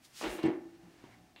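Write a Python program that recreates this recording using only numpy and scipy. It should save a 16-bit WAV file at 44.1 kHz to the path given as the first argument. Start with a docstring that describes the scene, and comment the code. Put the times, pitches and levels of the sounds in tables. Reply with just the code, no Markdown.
"""In a quiet workshop, a foot kicks the flywheel of a home-made potter's wheel.
The trouser leg swishes and the sole scrapes over the disc, both by friction. The foot lands with a
stuttering thud: a run of impacts that excites the modes of the frame and its tray and shakes loose parts.
The wheel rolls on with a faint rumble, a soft knock and a small rattling click.
The room answers the contacts with a short, dull reverberation."""
import sys
import numpy as np
from scipy import signal
from scipy.fft import rfft, irfft
from scipy.io import wavfile

SR = 44100
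rng = np.random.default_rng(int(sys.argv[2]) if len(sys.argv) > 2 else 0)


def int16_out(signal):
    """Quantize to a 16-bit WAV file."""
    q = np.round(np.clip(np.atleast_2d(signal).T, -1, 1) * 32767)
    wavfile.write(sys.argv[1], SR, q.astype(np.int16))


N = 61739
TIME = np.arange(N) / SR
BIN_HZ = np.arange(N // 2 + 1) * SR / N
SHAKE_START_S, SHAKE_ATTACK_S, SHAKE_HOLD_S = 0.4265, 0.021, 0.026

# Pressure of the sliding sole. Each row: time in seconds, level in dB.
SOLE_PRESSURE = [(0.21, -79), (0.216, -52), (0.226, -44.5), (0.235, -36.5), (0.275, -39), (0.295, -42),
                 (0.311, -43), (0.33, -46.5), (0.374, -49.5), (0.388, -44), (0.42, -51.5), (0.44, -57),
                 (0.5, -96)]
# Modes of the wheel's steel parts. Each row: frequency in Hz, gain in dB, T60 in seconds.
STEEL_MODES = [(1037, 1, 0.24), (1165, -5, .2), (1781, 1, 0.68), (2222, 4, 0.21), (2380, -2, 0.073),
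               (2488, -0.5, 0.11), (2779, 2, 0.29), (3086, -2, 0.13)]


def from_db(db):
    """Amplitude ratio of a level in decibels."""
    return 10 ** (np.asarray(db) / 20)


def unit_rms(x):
    """Normalisation to an RMS of one."""
    return x / np.sqrt(np.mean(x ** 2) + 1e-20)


def envelopes(rows):
    """Interpolation in dB over time: one gain curve for each level column."""
    times, *columns = np.transpose(rows)
    return [from_db(np.interp(TIME, times, levels)) for levels in columns]


def at_hz(points, hz):
    """Interpolation on a logarithmic frequency axis."""
    frequencies, values = np.transpose(points)
    return np.interp(np.log(np.maximum(hz, 1)), np.log(frequencies), values)


def colour(x, spectrum):
    """Spectral shaping by (Hz, dB) points, at unit RMS."""
    return unit_rms(irfft(rfft(x) * from_db(at_hz(spectrum, BIN_HZ)), N))


def noise(spectrum):
    """Stationary Gaussian noise with the given spectral shape."""
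    return colour(rng.standard_normal(N), spectrum)


def butter(x, hz, kind="low"):
    """Causal Butterworth filtering with gentle slopes."""
    sections = signal.butter(2, np.clip(hz, 10, SR / 2 - 500), kind, fs=SR, output="sos")
    return signal.sosfilt(sections, x + 1e-18)


def decay(start, t60):
    """Exponential decay: 60 dB in t60 seconds."""
    return (TIME >= start) * from_db(-60 * np.maximum(TIME - start, 0) / t60)


def swell(peak_s, width_s):
    """Gaussian rise and fall."""
    return np.exp(-.5 * ((TIME - peak_s) / width_s) ** 2)


def grains(per_second=3000, spread_db=2):
    """A Poisson process of tiny slips of uneven size."""
    sizes = from_db(spread_db * np.minimum(rng.exponential(1, N), 4)) * rng.choice([-1, 1], N)
    return sizes * (rng.random(N) < per_second / SR)


def impulses(rows):
    """Ideal impacts, one for each (seconds, dB) row."""
    out = np.zeros(N)
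    for start, db in rows:
        out[int(start * SR)] += from_db(db)
    return out


def ring(force, modes):
    """Modal superposition: each (Hz, dB, T60 in seconds) mode is a driven, damped oscillator."""
    out = 0
    for hz, db, t60 in modes:
        radius, angle = from_db(-60 / (t60 * SR)), 2 * np.pi * hz / SR
        feedback = [1, -2 * radius * np.cos(angle), radius * radius]
        out = out + from_db(db) * signal.lfilter([0, np.sin(angle)], feedback, force + 1e-18)
    return out


def frame(force, radiation_hz=108):
    """Radiation efficiency: the frame and tray resonate, but give off little deep bass."""
    # Modes of frame and tray. Each row: frequency in Hz, gain in dB, T60 in seconds.
    frame_modes = [(133, -15.5, 0.067), (178.2, -16.5, 0.31), (224.3, -17.5, 0.15), (279.2, -19.5, 0.41),
                   (323.5, -0.5, 0.17), (337.4, -21, 1.27), (365.1, -12.5, 0.26), (420, -27, 0.092),
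                   (475.5, -23, 0.28), (605, -21.5, .28), (660.6, -23, 0.46), (738.5, -29, 0.74),
                   (778, -37, 0.8), (844, -24, 0.69)]
    return butter(ring(force, frame_modes), radiation_hz, "high")


def room_tone():
    """The noise floor: steady low-pitched noise and a faint white hiss."""
    low = noise([(25, -26), (55, 3.5), (130, 5.5), (300, -5.5), (1000, -19), (8000, -49)])
    return from_db(-73.5) * low + from_db(-78) * rng.standard_normal(N)


def reverberation(x, cutoff_hz=2400):
    """A diffuse field: convolution with a dull, exponentially decaying noise."""
    tail = butter(rng.standard_normal(N), cutoff_hz) * decay(start=0.0091, t60=0.55)
    tail = tail / np.sqrt(np.sum(tail ** 2) * SR / 2 / cutoff_hz)  # about unit gain in the passband
    return from_db(-12) * signal.fftconvolve(x, tail)[:N]


def wheel():
    """Forced vibration: rolling rumbles and stirs the frame; shaft friction makes the steel sing."""
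    # Rolling and rubbing. Each row: time in seconds, rumble level in dB, rub level in dB.
    roll_levels = [(0, -69, -71), (0.2, -80, -69.5), (0.6, -67, -72.5), (0.78, -66.5, -70.5),
                   (0.87, -61.5, -68.5), (1.0, -66.5, -65.5), (1.06, -67, -65), (1.095, -57.5, -66.5),
                   (1.13, -68.5, -64.5), (1.2, -62.5, -71), (1.3, -69.5, -73), (1.4, -64.5, -78)]
    # Spectra of the rolling wheel and its shaft. Each row: frequency in Hz, relative level in dB.
    rumble_spectrum = [(25, -24.5), (55, 0), (80, -18), (120, -1), (180, -3), (300, 1), (500, -13),
                       (780, -5.5), (1100, -39), (3000, -46)]
    rub_spectrum = [(400, 0), (1000, 5.5), (1900, 5.5), (3000, 0), (6000, -7.5), (9000, -12), (15000, -25)]
    # Swells of frame hum. Each row: peak time and width in seconds, frequency in Hz, level in dB.
    hum_swells = [(0.862, 0.017, 176.7, -53.5), (1.12, 0.06, 113.2, -63.5), (1.21, 0.032, 174.8, -62.5),
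                  (1.22, 0.14, 742, -71)]
    rumble, rub = envelopes(roll_levels)
    hum = sum(from_db(db) * swell(peak, width) * np.sin(2 * np.pi * hz * TIME)
              for peak, width, hz, db in hum_swells)
    rolling_force = butter(rng.standard_normal(N), 700, "high")
    stirred = from_db(-8.5) * unit_rms(frame(rolling_force))
    singing = from_db(-9.5) * unit_rms(ring(rng.standard_normal(N), STEEL_MODES))
    return rumble * (noise(rumble_spectrum) + stirred) + rub * (noise(rub_spectrum) + singing) + hum


def scuff():
    """Brief friction in a narrow band: something brushes the turning wheel."""
    rasp = unit_rms(butter(grains(), [1590, 2170], "band"))
    return from_db(-64) * swell(peak_s=1.129, width_s=0.016) * rasp


def clicks():
    """A loose part rattles: its noise bursts add in power, and two of its modes ping."""
    # Impacts of the part. Each row: start in seconds, level in dB.
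    ticks = [(1.3617, -47), (1.37, -58), (1.377, -53.5), (1.387, -54.5)]
    # Spectrum of the bursts. Each row: frequency in Hz, relative level in dB.
    tick_spectrum = [(300, -32), (750, 5.5), (1300, -7), (2200, 0.5), (2800, 2), (4100, -1), (5000, -21),
                     (15000, -40)]
    power = 0
    for start, db in ticks:
        burst = decay(start, t60=0.0072) + from_db(-5) * decay(start, t60=0.28)
        power = power + (from_db(db) * burst) ** 2
    ping = ring(impulses(ticks), modes=[(2730, 1, 0.069), (3420, -7, .05)])
    return .5 * np.sqrt(power) * noise(tick_spectrum) + from_db(-9) * ping


def knocks(cycles=3.36):
    """Heavy damping: each knock dies in a few cycles, leaving a clatter and a ring in the frame."""
    # Light knocks on the wheel. Each row: start in seconds, impulse level in dB, pitch in Hz.
    light_hits = [(0.2129, -26.5, 825), (1.0394, -39.5, 293)]
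    # Spectrum of the clatter. Each row: frequency in Hz, relative level in dB.
    clatter_spectrum = [(60, -20.5), (130, -7), (400, 4), (700, -16), (1000, 2), (1400, -16), (2200, -8),
                        (4000, -22), (12000, -51)]
    out = 0
    for start, db, hz in light_hits:
        force = butter(impulses([(start, db)]), 3 * hz)
        clatter = from_db(db - 15) * noise(clatter_spectrum) * decay(start, t60=0.23)
        knock = ring(force, [(hz, 3, cycles / hz)]) + clatter + from_db(-17) * frame(force)
        out = out + butter(knock, 0.42 * hz, "high")
    return out


def trouser_leg():
    """Friction noise of cloth on cloth, in two bands that rise and fall separately."""
    # Swing of the leg. Each row: time in seconds, swish level in dB, top octave level in dB.
    cloth_levels = [(0, -85, -88), (0.05, -59, -64.5), (0.088, -71, -72), (0.124, -68.5, -73),
                    (0.17, -51.5, -58.5), (0.21, -48, -55.5), (0.26, -51.5, -65), (0.32, -56.5, -54),
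                    (0.365, -62.5, -57), (0.42, -67, -71.5), (0.5, -78, -78), (0.6, -76, -87)]
    # Spectra of the swish and its top octave. Each row: frequency in Hz, relative level in dB.
    swish_spectrum = [(300, -12), (1200, -4), (2200, 2), (3500, 3), (5500, 4), (9000, -5), (15000, -25)]
    top_spectrum = [(3000, -25), (6500, -3), (9000, -2), (15000, -9.5)]
    swish, top = envelopes(cloth_levels)
    return swish * noise(swish_spectrum) + top * noise(top_spectrum)


def steel():
    """Resonance: grit under the sole and the chatter of loose parts excite the steel's modes."""
    slips = grains()
    pressure, = envelopes(SOLE_PRESSURE)
    shaking = swell(SHAKE_START_S + SHAKE_ATTACK_S, SHAKE_HOLD_S)
    strength = from_db(-13) * pressure + from_db(-50.5) * shaking
    return ring(slips * strength, STEEL_MODES) / np.std(ring(slips, STEEL_MODES))


def loose_parts():
    """Frequency-dependent damping: parts chatter with the thud, and the high treble dies first."""
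    # Spectrum of the chatter. Each row: frequency in Hz, relative level in dB.
    chatter_spectrum = [(70, -13), (180, 7), (450, 11.5), (800, 5.5), (1300, -2), (2000, 1.5), (2900, -6.5),
                        (4500, -16.5), (6500, -24.5), (10000, -37), (15000, -49)]
    # Decay of the chatter. Each row: frequency in Hz, T60 in seconds.
    decay_times = [(100, 0.3), (400, 0.24), (900, 0.46), (2500, 0.29), (5000, 0.24), (12000, 0.14)]
    edges_hz = 70 * 2 ** np.arange(0, 8.1, .5)  # half-octave bands
    chatter_bins = rfft(colour(grains(), chatter_spectrum))
    attack = np.clip((TIME - SHAKE_START_S) / SHAKE_ATTACK_S, 0, 1)
    age = np.maximum(TIME - SHAKE_START_S - SHAKE_ATTACK_S - SHAKE_HOLD_S, 0)
    out = 0
    for low, high in zip(edges_hz, edges_hz[1:]):
        band = irfft(chatter_bins * ((BIN_HZ >= low) & (BIN_HZ < high)), N)
        t60 = at_hz(decay_times, np.sqrt(low * high))
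        out = out + band * from_db(-60 * age / t60)
    return from_db(-39.5) * out * attack


def scrape(sway_s=.297, sway_hz=47.5):
    """Sliding friction: grit under the sole rasps and drives the frame; the push sways the floor."""
    # Spectrum of the rasp. Each row: frequency in Hz, relative level in dB.
    rasp_spectrum = [(100, -28), (200, -7), (300, 10.5), (700, 7.5), (1400, 3.5), (2400, 1.5), (4000, -6),
                     (7000, -29), (15000, -28.5)]
    pressure, = envelopes(SOLE_PRESSURE)
    slips = grains()
    drag = butter(slips, 230, "high")
    ringing = frame(drag * pressure) / np.std(frame(drag))
    sway = np.sin(2 * np.pi * sway_hz * (TIME - sway_s)) * swell(sway_s, width_s=0.027)
    return pressure * colour(slips, rasp_spectrum) + from_db(2) * ringing + from_db(-50.5) * sway


def grip():
    """Slip turns to stick: grit crunches and the sole chirps as it stops sliding."""
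    # Spectrum of the crunching grit. Each row: frequency in Hz, relative level in dB.
    crunch_spectrum = [(500, -14), (2500, 3.5), (4500, -2), (6000, -13.5), (15000, -26)]
    chirp_band = unit_rms(butter(rng.standard_normal(N), [7750, 8490], "band"))
    chirp = chirp_band * swell(peak_s=.463, width_s=0.0036)
    crunch = colour(grains(), crunch_spectrum) * decay(start=.429, t60=0.094)
    return from_db(-57.5) * chirp + from_db(-45.5) * crunch


def waver(start, onset_s=0.27, rate_hz=44.5, depth_db=2.5):
    """Random amplitude modulation: a gain whose flutter grows from the start time."""
    flutter = noise([(5, -10), (rate_hz, 0), (3 * rate_hz, -30), (20 * rate_hz, -90)])
    return from_db(depth_db * flutter * np.clip((TIME - start) / onset_s, 0, 1))


def thud():
    """Soft impact: band-limited pulses from the sole excite the frame, whose ring wavers in level."""
    # Contacts of the foot. 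Each row: start in seconds, impulse level in dB, low and high cutoff in Hz.
    landings = [(0.4387, -21.5, 103, 560), (0.4510, -22.5, 131, 480), (0.4604, -27, 130, 800),
                (0.4744, -27.5, 168, 494), (0.4825, -24.5, 208, 550), (0.4910, -28.5, 262, 500)]
    force = 0
    for start, db, low, high in landings:
        pulse = butter(impulses([(start, db)]), high)
        force = force + butter(pulse, low, "high")
    return frame(force) * waver(start=landings[0][0])


def scene():
    """Superposition of kick, wheel and room tone; the thud and the other contacts reverberate."""
    contacts = loose_parts() + scrape() + steel() + grip() + knocks() + clicks()
    background = room_tone()
    blow = thud()
    room = reverberation(contacts + from_db(2) * blow)
    return (blow + contacts + room + trouser_leg() + wheel() + scuff() + background)[None]


def record(dry, cutoff_hz=15750):
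    """Band limiting: a steep elliptic low-pass removes the highest treble."""
    return signal.sosfilt(signal.ellip(12, .1, 80, cutoff_hz, fs=SR, output="sos"), dry)


dry = scene()
out = record(dry)
int16_out(out)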